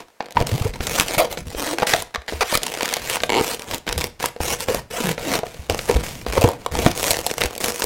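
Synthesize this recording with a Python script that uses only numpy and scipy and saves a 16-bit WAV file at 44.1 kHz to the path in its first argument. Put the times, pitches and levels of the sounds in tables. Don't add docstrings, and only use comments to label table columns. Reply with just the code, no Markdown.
import sys
import numpy as np
from scipy import signal
from scipy.io import wavfile
from scipy.ndimage import uniform_filter1d

SR = 44100
rng = np.random.default_rng(int(sys.argv[2]) if len(sys.argv) > 2 else 0)


def output_pcm(signal):
    pcm = np.clip(np.atleast_2d(signal).T, -1, 1) * 32767
    wavfile.write(sys.argv[1], SR, np.round(pcm).astype(np.int16))


N = 346251
TIME = np.arange(N) / SR

# lower edge f/Hz, upper edge f/Hz, resonance f/Hz, bandwidth/Hz, resonance gain
BODY = (167, 1015, 490, 135, 1.2)
CRACK = (1210, 5560, 2210, 1600, 3.9)
TOP = (4170, 15800, 6200, 4700, 1.6)
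# t/s, duration/s, crack level midway/dB, swell/dB, body re crack/dB,
# top re crack/dB, rumble level/dB, slip rate/Hz, share of smooth swish (0-1)
RUB_STROKES = [(-0.02, 0.041, -44, -6, 3, -7, -59, 187, 0.9),
               (0.199, 0.14, -50.0, -9.0, 5.5, -11, -69, 130, 0.16),
               (0.349, 0.067, -37, 14, 7, -4.5, -28, 147, 0.3),
               (0.458, 0.226, -36.0, -3.0, 3, -1, -41, 221, 0.32),
               (0.722, 0.053, -44.0, 1.0, 0, -3.5, -40.5, 230, 0.26),
               (0.797, 0.22, -31.0, 15.0, -1, 1, -37, 274, 0.13),
               (1.054, 0.099, -31, 6.5, 1, -0.5, -45, 295, 0.08),
               (1.171, 0.076, -28, -5.5, 7, -3.5, -42, 340, 0.02),
               (1.293, 0.038, -37, 5.5, 2.5, 0.5, -40, 315, 0),
               (1.367, 0.033, -38, -3.5, -1, 1, -37, 290, 0), (1.452, 0.1, -44, 2, 0, 1, -41, 303, 0),
               (1.562, 0.17, -32.0, -1.0, 2, 1.5, -48, 316, 0.07),
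               (1.76, 0.069, -35.0, 13.0, 2.5, -6, -58, 280, 0),
               (1.864, 0.15, -28.0, -13.0, -4, -0.5, -43.5, 238, 0.3),
               (2.274, 0.16, -40.0, -8.0, -2, -2, -50, 410, 0.37),
               (2.43, 0.12, -31.0, 21.0, -7.5, -2, -58, 430, 0.01),
               (2.609, 0.2, -35.0, -2.0, -0.5, -1.5, -54, 166, 0.19),
               (2.803, 0.18, -31.0, 0.0, -3, -4, -54, 217, 0.17),
               (2.995, 0.16, -32.0, 16.0, -3.5, -0.5, -45, 273, 0.22),
               (3.2, 0.063, -43, 0, 3, 3.5, -43, 280, 0.22), (3.288, 0.11, -37.5, 5, 11, 2, -42, 267, 0.1),
               (3.412, 0.13, -30, 0.5, -0.5, 1, -47, 320, 0.16),
               (3.576, 0.093, -47, 0, 5.5, 1, -58.5, 252, 0.21),
               (3.672, 0.077, -33, 7.5, 0, -0.5, -41, 260, 0.15),
               (3.863, 0.097, -35.0, -14.0, 3, -5, -38.5, 221, 0.17),
               (3.968, 0.08, -31.0, 4.0, -0.5, 1, -35, 183, 0.1),
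               (4.191, 0.072, -30.0, 7.5, -4.5, -2, -41.5, 266, 0.19),
               (4.398, 0.14, -30.0, 7.0, -0.5, 2.5, -38, 327, 0.13),
               (4.581, 0.048, -35.0, 8.5, -1.5, 2.5, -46, 400, 0.12),
               (4.671, 0.12, -33.0, -7.0, 3.5, -0.5, -37, 366, 0.17),
               (4.899, 0.091, -34.0, 9.0, 3, 0, -47, 494, 0.07),
               (4.992, 0.121, -29.0, 4.0, 1.0, -1.0, -45, 200, 0.23),
               (5.171, 0.19, -32.5, 17, 3.0, -1.5, -40.5, 300, 0.34),
               (5.441, 0.23, -47.5, -4, -0.5, -1, -49, 200, 0.57),
               (5.687, 0.061, -34.0, 1.0, 6.5, -0.5, -33.5, 136, 0.31),
               (5.758, 0.13, -41.0, -1.0, 0, 4, -44, 164, 0.6),
               (5.877, 0.14, -33.0, -13.0, 4, -1.5, -32.5, 146, 0.29),
               (6.026, 0.21, -40.5, -17.0, -3, 1, -41, 198, 0.72),
               (6.256, 0.044, -35, 3, 2, -3.5, -36.5, 193, 0.34),
               (6.318, 0.069, -30.5, 2.5, 3, -2, -40, 208, 0.35),
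               (6.406, 0.15, -34.0, -24.5, 7, -2.5, -47, 223, 0.18),
               (6.58, 0.1, -49.5, -2, 2, -2.5, -47, 210, 0.41),
               (6.709, 0.172, -32, 8.5, 3.5, -1, -31, 222, 0.31),
               (6.892, 0.027, -33.5, -0.5, -3, 0, -52, 220, 0.25),
               (6.944, 0.18, -30.0, 9.5, 2, 4.5, -41, 186, 0.26),
               (7.14, 0.074, -33, -4, 4, 2.5, -43, 139, 0.12), (7.235, 0.1, -37, -2, 3, 5, -51, 136, 0.14),
               (7.364, 0.089, -29.0, 5.5, 0.5, 0, -39, 141, 0.15),
               (7.49, 0.076, -44, 1, 6, 1, -54, 158, 0.15),
               (7.595, 0.11, -31.5, 3.5, 3, 4.5, -42.5, 171, 0.29),
               (7.719, 0.14, -36, 2, 0, 4.5, -57, 170, 0.24)]
# t/s, crack level/dB, body re crack/dB, top re crack/dB, body f/Hz
SINGLE_SLIPS = [(0.2052, -29, 8.5, -32, 833), (0.2587, -43.5, -1, -2, 503), (0.3075, -41, -1, -1, 500.3),
                (0.3228, -42, -6, 0, 604.4), (0.3695, -21.5, -2, -28, 925), (0.4057, -36, -1, -17, 580),
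                (0.412, -29.5, 11.5, -10, 660), (0.4696, -28, -17, 0, 540), (0.7373, -35.5, -11, -20, 510),
                (0.8057, -28, 2.5, -24.5, 370), (0.869, -23.5, -8, -1, 813), (0.998, -13, -14, -1.5, 268.1),
                (1.0826, -28, -3, -1, 735), (1.1503, -27.5, 0, -15, 763), (1.3265, -32, 0, 0, 903),
                (1.3734, -29.5, 2, -12, 493), (1.5479, -36, 10, -20, 443.4), (1.6744, -26.5, -16, -16, 480),
                (1.7317, -36, 11, -2, 543), (1.7842, -21, -4, -9, 784.4), (1.8, -31, 5, -2.5, 720),
                (1.822, -24.5, 7.5, -25, 566), (1.8299, -26.5, 14, -23, 826.4),
                (1.8695, -23.5, -11, -2.5, 600), (1.936, -11.5, -1.5, -11, 754),
                (2.0224, -37.5, 7, 10, 1000), (2.142, -35, -4, -10, 884), (2.147, -23.5, -5.5, -13, 873),
                (2.158, -24.5, 0.5, -10, 1150), (2.2188, -42, 0, -11.5, 676), (2.3236, -40.5, 17, -2, 596),
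                (2.5264, -35, 16.5, -1, 599.4), (2.5526, -19, 0.5, 0, 1260),
                (2.5735, -24, -0.5, 1.5, 641.4), (2.6324, -24.5, -7, 0.5, 650), (2.666, -26, -2, 0, 923.4),
                (2.7393, -30, 1, -1, 795), (2.7733, -30.5, 1, -3.5, 605), (2.808, -22.5, -1, -9, 930.5),
                (2.8305, -24.5, 3.5, -1.5, 487.6), (2.8565, -24.5, -12, -1, 582.7),
                (2.8899, -29, -9, -1, 760), (2.9265, -28, 2.5, -2.5, 780), (2.938, -19.5, -22, -0.5, 571.3),
                (2.9676, -31, 7, 0, 725), (3.0982, -22.5, -6, -1, 1320), (3.1686, -26, 1.5, -12, 867.4),
                (3.2028, -27.5, -10, -14, 580.3), (3.235, -17.5, -0.5, -10, 649.5),
                (3.411, -29, 15, -1, 426.7), (3.5946, -33.5, -3, -2, 433.5),
                (3.6197, -34, -13, -1.5, 476.4), (3.7447, -30.5, 4.5, 1.5, 279.8),
                (3.7814, -40, 1, 3, 444.2), (3.8768, -22.5, -6, -33, 519), (3.8902, -25.5, -8, -3, 478.6),
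                (3.9267, -25, -3, -0.5, 509.5), (3.9782, -25.5, -1.5, 0, 555),
                (4.0167, -25.5, -12, -6, 569), (4.2408, -27.5, 9.5, -5, 953), (4.2585, -29.5, 2.5, 7, 1054),
                (4.363, -42, 12.5, -9, 474), (4.4043, -32.5, 12.5, -18, 509), (4.6052, -29, -2, 1, 991),
                (4.6845, -25, 7, -22.5, 542.4), (4.7462, -28.5, 11.5, 2.5, 581.6),
                (4.9103, -38.5, 3, -3.5, 480), (5.1788, -29.5, 4.5, -18, 552.5),
                (5.3371, -22.5, -20, -2.5, 985), (5.3895, -30.5, 8, -1.5, 444.3),
                (5.4333, -40, 17.5, -10, 480), (5.467, -37.5, 5, -5, 466), (5.698, -20.5, 4, -3.5, 566),
                (5.7907, -24, -4.5, -9.5, 480), (5.8969, -28, 12.5, -4, 440), (5.9626, -30.5, 11, -16, 440),
                (6.214, -37.5, -6, -6.5, 500), (6.2648, -32.5, 10, -14, 469.7),
                (6.3242, -27.5, -19, -3, 984), (6.3774, -26.5, 12.5, -19, 501), (6.412, -32.5, 6, 4.5, 854),
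                (6.4422, -22, 15.5, -7.5, 259.8), (6.4883, -34.5, 15.5, 4, 909), (6.515, -46, 17, 5, 480),
                (6.6624, -29.5, 11.5, -1, 1042), (6.7524, -29.5, 8.5, -1.5, 864),
                (6.7891, -26.5, 8.5, -2, 460), (6.8622, -13.5, 7, -8, 250), (6.9155, -30.5, -4, -1, 370),
                (7.041, -22.5, -3.5, -1, 996), (7.0806, -24, -12, -2, 798), (7.1066, -18, -8, 0.5, 470),
                (7.1135, -22.5, -3, 4, 826), (7.142, -24.5, -5, -20, 805), (7.2649, -22, 1.5, 2, 801),
                (7.2993, -28.5, -8, -12, 501.4), (7.3122, -28, 4.5, -1, 440.8),
                (7.417, -16, -8, -12.5, 568), (7.447, -31.5, 8, -11.5, 393), (7.5519, -35.5, -6, 0, 480),
                (7.5791, -31.5, -1, 2, 533), (7.6113, -31, -2, -7, 479.7), (7.643, -21.5, -3, 0, 656),
                (7.6831, -27.5, -6, -1.5, 639), (7.7978, -35.5, 5, 7, 990), (7.8206, -21, -2, -2.5, 522),
                (7.8411, -30.5, 10, 8.5, 483)]
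# t/s, duration/s, first f/Hz, last f/Hz, level/dB
BUBBLE_GLIDES = [(0.369, 0.0076, 890, 975, -4.5), (0.517, 0.048, 92, 145, -12.5),
                 (0.653, 0.02, 425.4, 560, -13.5), (1.195, 0.035, 678, 722, -14),
                 (1.597, 0.046, 353, 248.8, -27.5), (1.665, 0.099, 288.1, 350.8, -24),
                 (1.932, 0.024, 720, 705, -13.5), (2.323, .018, 643, 379.5, -28),
                 (4.692, 0.027, 485, 426.4, -16), (5, 0.023, 269.1, 211.8, -23.5),
                 (5.035, 0.1064, 191.7, 148, -19), (5.254, 0.082, 318.5, 239.7, -26.5),
                 (5.4315, 0.0106, 636.6, 592, -18.5), (5.89, 0.04, 439, 375.5, -16),
                 (6.365, .019, 580.3, 505.8, -16), (6.444, 0.0207, 458, 496, -9.5),
                 (6.464, 0.053, 462, 527, -22), (6.865, 0.01585, 335.7, 284, -7.5)]
# t/s, peak level/dB, f/Hz, decay time/s
BUBBLE_BUMPS = [(.380, -20, 122, 0.011), (0.411, -9, 103, 0.0056), (0.612, -11, 94, 0.0079),
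                (.652, -13, 102, .012), (.690, -22, 42, 0.021), (0.802, -16, 61.5, 0.0078),
                (0.997, -15, 132, 0.0031), (1.173, -18, 136.4, 0.0075), (1.413, -33, 55, 0.02),
                (1.469, -25.5, 78, 0.012), (1.553, -26, 40.8, 0.024), (2.178, -27.5, 63, 0.017),
                (2.335, -23.5, 73, .03), (2.548, -23, 116, 0.0076), (2.556, -27, 30.41, 0.027),
                (3.892, -25, 39.04, 0.03), (3.963, -19.5, 77.26, .022), (4.404, -18.5, 77.13, 0.013),
                (4.684, -22, 108, .011), (5.593, -23, 70.46, .011), (5.698, -18.5, 85.7, 0.021),
                (5.891, -28, 95, 0.017), (5.954, -7, 58, 0.02), (6.077, -38, 83.54, 0.014),
                (6.278, -22, 54.13, 0.034), (6.380, -15, 90, 0.018), (6.4411, -3.5, 115.6, 0.009),
                (6.459, -16, 84, 0.021), (6.711, -22, 69.5, .03), (6.785, -26, 65, 0.025),
                (6.8604, -9.5, 147, 0.0056), (7.107, -22.5, 90, 0.0098), (7.450, -18, 61.53, 0.015),
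                (7.838, -29, 44.83, .02)]
# t/s, duration/s, first rate/Hz, last rate/Hz, crack level/dB,
# body re crack/dB, top re crack/dB, body f/Hz, change of crack over the run/dB
SLIP_RUNS = [(1.181, 0.025, 320, 340, -19.5, 2.5, -1, 724, -3),
             (1.866, 0.07, 400, 400, -34, -23, -2.5, 610, 6),
             (2.281, 0.02, 220, 140, -23.5, -9, -20, 790, -3),
             (2.408, 0.025, 560, 294, -18, -3, -11.5, 780, -1.5),
             (3.2943, .012, 125, 142, -16.5, 2, -9, 599, 6),
             (3.3212, .065, 92, 139, -17, 2.5, -1, 852, 5.5),
             (3.3895, 0.015, 150, 127, -28.5, 13, -17.5, 493, -7)]
# f/Hz, T60/s, level/dB
HOLLOW_MODES = [(429.1, 0.02, 0.5), (870, 0.013, 4.5), (2220, 0.013, -3.5), (2892, .005, 3),
                (4156, .004, -3.5), (7321, 0.0051, -3.5)]
# f/Hz, T60/s, level/dB
LINGERING_MODES = [(484, 0.28, -3), (717, 0.25, -3.5), (970, 0.14, -1), (2230, 0.033, -12)]

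SNAP_DECAY_S = 0.0021


def from_db(db):
    return 10 ** (np.asarray(db) / 20)


def rms_one(x):
    return x / np.sqrt(np.mean(x ** 2) + 1e-20)


def unit_energy(x):
    return x / np.sqrt(np.sum(x ** 2) / (SR / 200) + 1e-20)


def evened(x, span_s=0.0376):
    power = uniform_filter1d(x ** 2, int(span_s * SR) + 1)
    return x / np.sqrt(np.maximum(power, 0) + np.mean(x ** 2) / 100)


def seconds(length):
    return np.arange(int(length * SR)) / SR


def add(out, start, sound):
    at = max(round(start * SR), 0)
    out[at:at + len(sound)] += sound[:max(N - at, 0)]


def band(x, low_hz, high_hz, order=3):
    edges = [low_hz, min(high_hz, .45 * SR)]
    return signal.sosfilt(signal.butter(order, edges, "band", fs=SR, output="sos"), x)


def resonate(x, hz, width_hz):
    r = np.exp(-np.pi * width_hz / SR)
    feedback = [1, -2 * r * np.cos(2 * np.pi * hz / SR), r * r]
    return signal.lfilter(np.array([1, 0, -1]) * (1 - r * r) / 2, feedback, x + 1e-18)


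def drift(rate_hz):
    steps = rng.standard_normal(int(N / SR * rate_hz) + 2)
    return np.interp(TIME * rate_hz, np.arange(len(steps)), steps)


def skin_response(x, skin_range):
    low_hz, high_hz, hz, width_hz, gain = skin_range
    return band(x + gain * resonate(x, hz, width_hz), low_hz, high_hz)


def stroke_power(start, length, swell_db, release_db_per_s, attack_s=0.015):
    t = TIME - start
    hold_db = swell_db * (np.clip(t / length, 0, 1) - .5)
    release_db = np.clip(release_db_per_s * (t - length), 0, 100)
    return (np.clip(t / attack_s, 0, 1) * from_db(hold_db - release_db)) ** 2


def strokes(rest_db=-65, rest_rumble_db=-85, rest_slip_hz=200):
    body, crack, top = np.full((3, N), from_db(rest_db) ** 2)
    sway = np.full(N, from_db(rest_rumble_db) ** 2)
    rate, swish = rest_slip_hz * crack, crack.copy()
    for start, length, db, swell_db, body_db, top_db, rumble_db, slip_hz, smooth in RUB_STROKES:
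        power = from_db(db) ** 2 * stroke_power(start, length, swell_db, release_db_per_s=550)
        body += power * from_db(body_db) ** 2
        crack += power
        top += power * from_db(top_db) ** 2
        sway += from_db(rumble_db) ** 2 * stroke_power(start, length, 0, release_db_per_s=185)
        rate += power * slip_hz
        swish += power * smooth
    return np.sqrt([body, crack, top, sway]), rate / crack, np.clip(swish / crack, 0, 1)


def stick_slip(rate, wander=.2, jitter=.5, uneven_db=7.0, decay_s=0.0014, loose_hz=205):
    loose = np.minimum(loose_hz / rate, 1.2)
    cycles = np.cumsum(rate * np.exp(wander * drift(25) + jitter * loose * drift(170))) / SR
    strength = from_db(uneven_db * loose * np.clip(rng.standard_normal(N), -2, 2))
    slips = np.diff(np.floor(cycles), prepend=0) * strength
    out, t, hop = np.zeros(N), seconds(.008), SR // 40
    window = np.sqrt(np.hanning(2 * hop))
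    for at in range(0, N, hop):
        patch = slips[at:at + 2 * hop]
        ring = rng.standard_normal(len(t)) * np.exp(-t / decay_s)
        add(out, at / SR, signal.fftconvolve(patch * window[:len(patch)], ring))
    return out


def rubbing(body, crack, top, rate, smooth):
    grain = np.sqrt(1 - smooth) * evened(stick_slip(rate))
    swish = np.sqrt(smooth) * rng.standard_normal(N)
    ranges = (BODY, body, -0.18), (CRACK, crack, -0.5), (TOP, top, -1.28)
    return sum(envelope * from_db(trim_db) * evened(skin_response(grain + swish, skin_range))
               for skin_range, envelope, trim_db in ranges)


def rumble(sway, gain_db=3.0):
    return sway * from_db(gain_db) * evened(band(rng.standard_normal(N), 9.6, 161, order=2), span_s=0.24)


def reverberation(x, gap_s=0.0042, t60_s=0.33, tail_db=-11.5, dull_hz=5370):
    t = seconds(.4)
    reflections = rng.standard_normal(len(t)) * from_db(-60 * t / t60_s) * (t > gap_s)
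    tail = band(reflections, 180, dull_hz, order=1)
    tail *= np.sqrt(2 * dull_hz / SR / np.sum(tail ** 2))
    notes = sum(from_db(db) * resonate(x, hz, np.log(1000) / (np.pi * t60))
                for hz, t60, db in LINGERING_MODES)
    return from_db(tail_db) * signal.fftconvolve(x, tail)[:N] + notes


def room_tone(murk_db=-62, hiss_db=-74):
    murk = rms_one(band(rng.standard_normal(N), 250, 1500, order=2))
    return from_db(murk_db) * murk + from_db(hiss_db) * rng.standard_normal(N)


def slip(body_db, top_db, body_hz, decay_s, body_decay_s=0.0032, scatter=0.72, octaves_per_db=0.43):
    t = seconds(.03)
    noise = rng.standard_normal((3, len(t)))
    body_fade = np.exp(-t / body_decay_s)
    note = unit_energy(np.sin(2 * np.pi * body_hz * t) * body_fade)
    body = unit_energy(note + scatter * unit_energy(skin_response(noise[0] * body_fade, BODY)))
    tuning = 2 ** np.clip(octaves_per_db * top_db, -1, .5)
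    crack = resonate(noise[1] * np.exp(-t / decay_s), 3100 * tuning, 2700 * tuning)
    top = resonate(noise[2] * np.exp(-t / (0.7 * decay_s)), 6800 * tuning, 8000 * tuning)
    crack = unit_energy(band(crack, *CRACK[:2]))
    top = unit_energy(band(top, *TOP[:2]))
    return from_db(body_db) * body, crack + from_db(top_db) * top


def ticks(crack, per_s=14, level_db=-41.5, spread_db=8.5, low_hz=398, high_hz=960, draws=200):
    out, effort = np.zeros(N), rms_one(crack) ** 0.54
    for start, size, hz in rng.uniform([0, -1, low_hz], [draws / per_s, 1, high_hz], (draws, 3)):
        tick = sum(slip(body_db=4.5, top_db=-2.5, body_hz=hz, decay_s=SNAP_DECAY_S))
        add(out, start, from_db(level_db + spread_db * size) * effort[min(int(start * SR), N - 1)] * tick)
    return out


def snaps(duller_db_per_doubling=29):
    out = np.zeros(N)
    for start, db, body_db, top_db, body_hz in SINGLE_SLIPS:
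        decay_s = SNAP_DECAY_S * 2 ** (-top_db / duller_db_per_doubling)
        add(out, start, from_db(db) * sum(slip(body_db, top_db, body_hz, decay_s)))
    return out


def groans(overtone_db=-14, waver=0.084, flutter_db=2.5, fade_db=-3, rasp=0.28):
    out, wobble = np.zeros(N), drift(220)
    flutter = from_db(flutter_db * drift(120)) * (1 + rasp * drift(500))
    for start, length, first_hz, last_hz, db in BUBBLE_GLIDES:
        count = int(length * SR)
        hz = np.linspace(first_hz, last_hz, count) * (1 + waver * wobble[int(start * SR):][:count])
        phase = 2 * np.pi * np.cumsum(hz) / SR
        tone = sum(from_db(overtone_db * k) * np.sin((k + 1) * phase) for k in range(3))
        envelope = from_db(db + np.linspace(0, fade_db, count)) * signal.windows.tukey(count, .3)
        add(out, start, envelope * tone)
    return out * flutter


def thumps(rise_share=0.11):
    out, t = np.zeros(N), seconds(.2)
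    for start, db, hz, decay_s in BUBBLE_BUMPS:
        swell = (1 - np.exp(-t / (rise_share * decay_s))) ** 2 * np.exp(-t / decay_s)
        add(out, start, from_db(db) * swell / swell.max() * np.sin(2 * np.pi * hz * t))
    return out


def creaks(jitter=0.019, rough_hz=260, renewal=0.19, hollow_hz=165, twist_db=-1.5):
    out = np.zeros(N)
    for start, length, first_rate, last_rate, db, body_db, top_db, body_hz, fade_db in SLIP_RUNS:
        spot = body_db, top_db, body_hz, .0009, .0022
        body, crack = slip(*spot)
        hollow = 1 / (1 + (first_rate / hollow_hz) ** 8)
        twist_gain = from_db(twist_db) * np.hypot(1, from_db(body_db))
        progress = 0
        while progress < 1:
            rate = first_rate + (last_rate - first_rate) * progress
            rough = (rate / rough_hz) ** 2
            fresh_crack = (crack + renewal * rough * slip(*spot)[1]) / np.hypot(1, renewal * rough)
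            skin = np.sqrt(1 - hollow) * (body + from_db(fade_db * progress) * fresh_crack)
            ring = np.sqrt(hollow) * twist_gain * twist_ring()
            add(out, start + progress * length, from_db(db) * (skin + ring))
            progress += np.exp(jitter * rough * rng.standard_normal()) / rate / length
    return out


def twist_ring(scatter_db=4):
    t = seconds(.03)
    modes = sum(from_db(db + rng.normal(0, scatter_db) - 60 * t / t60) * np.sin(2 * np.pi * hz * t)
                for hz, t60, db in HOLLOW_MODES)
    return unit_energy(band(modes, 287.3, 8200, order=2))


def scene(snap_db=1.95, creak_db=-2.5, groan_db=-0.5):
    (body, crack, top, sway), rate, smooth = strokes()
    singles = from_db(snap_db) * snaps() + ticks(crack)
    taut_ring = 0.32 * resonate(singles, hz=4110, width_hz=200)
    direct = singles + taut_ring + from_db(creak_db) * creaks()
    direct += rubbing(body, crack, top, rate, smooth)
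    direct += from_db(groan_db) * groans() + rumble(sway) + thumps()
    return (direct + reverberation(direct) + room_tone())[None]


def record(dry, ceiling=.95, cutoff_hz=16000):
    clipped = np.clip(dry, -ceiling, ceiling)
    return signal.sosfilt(signal.ellip(10, .2, 70, cutoff_hz, fs=SR, output="sos"), clipped)


dry = scene()
out = record(dry)
output_pcm(out)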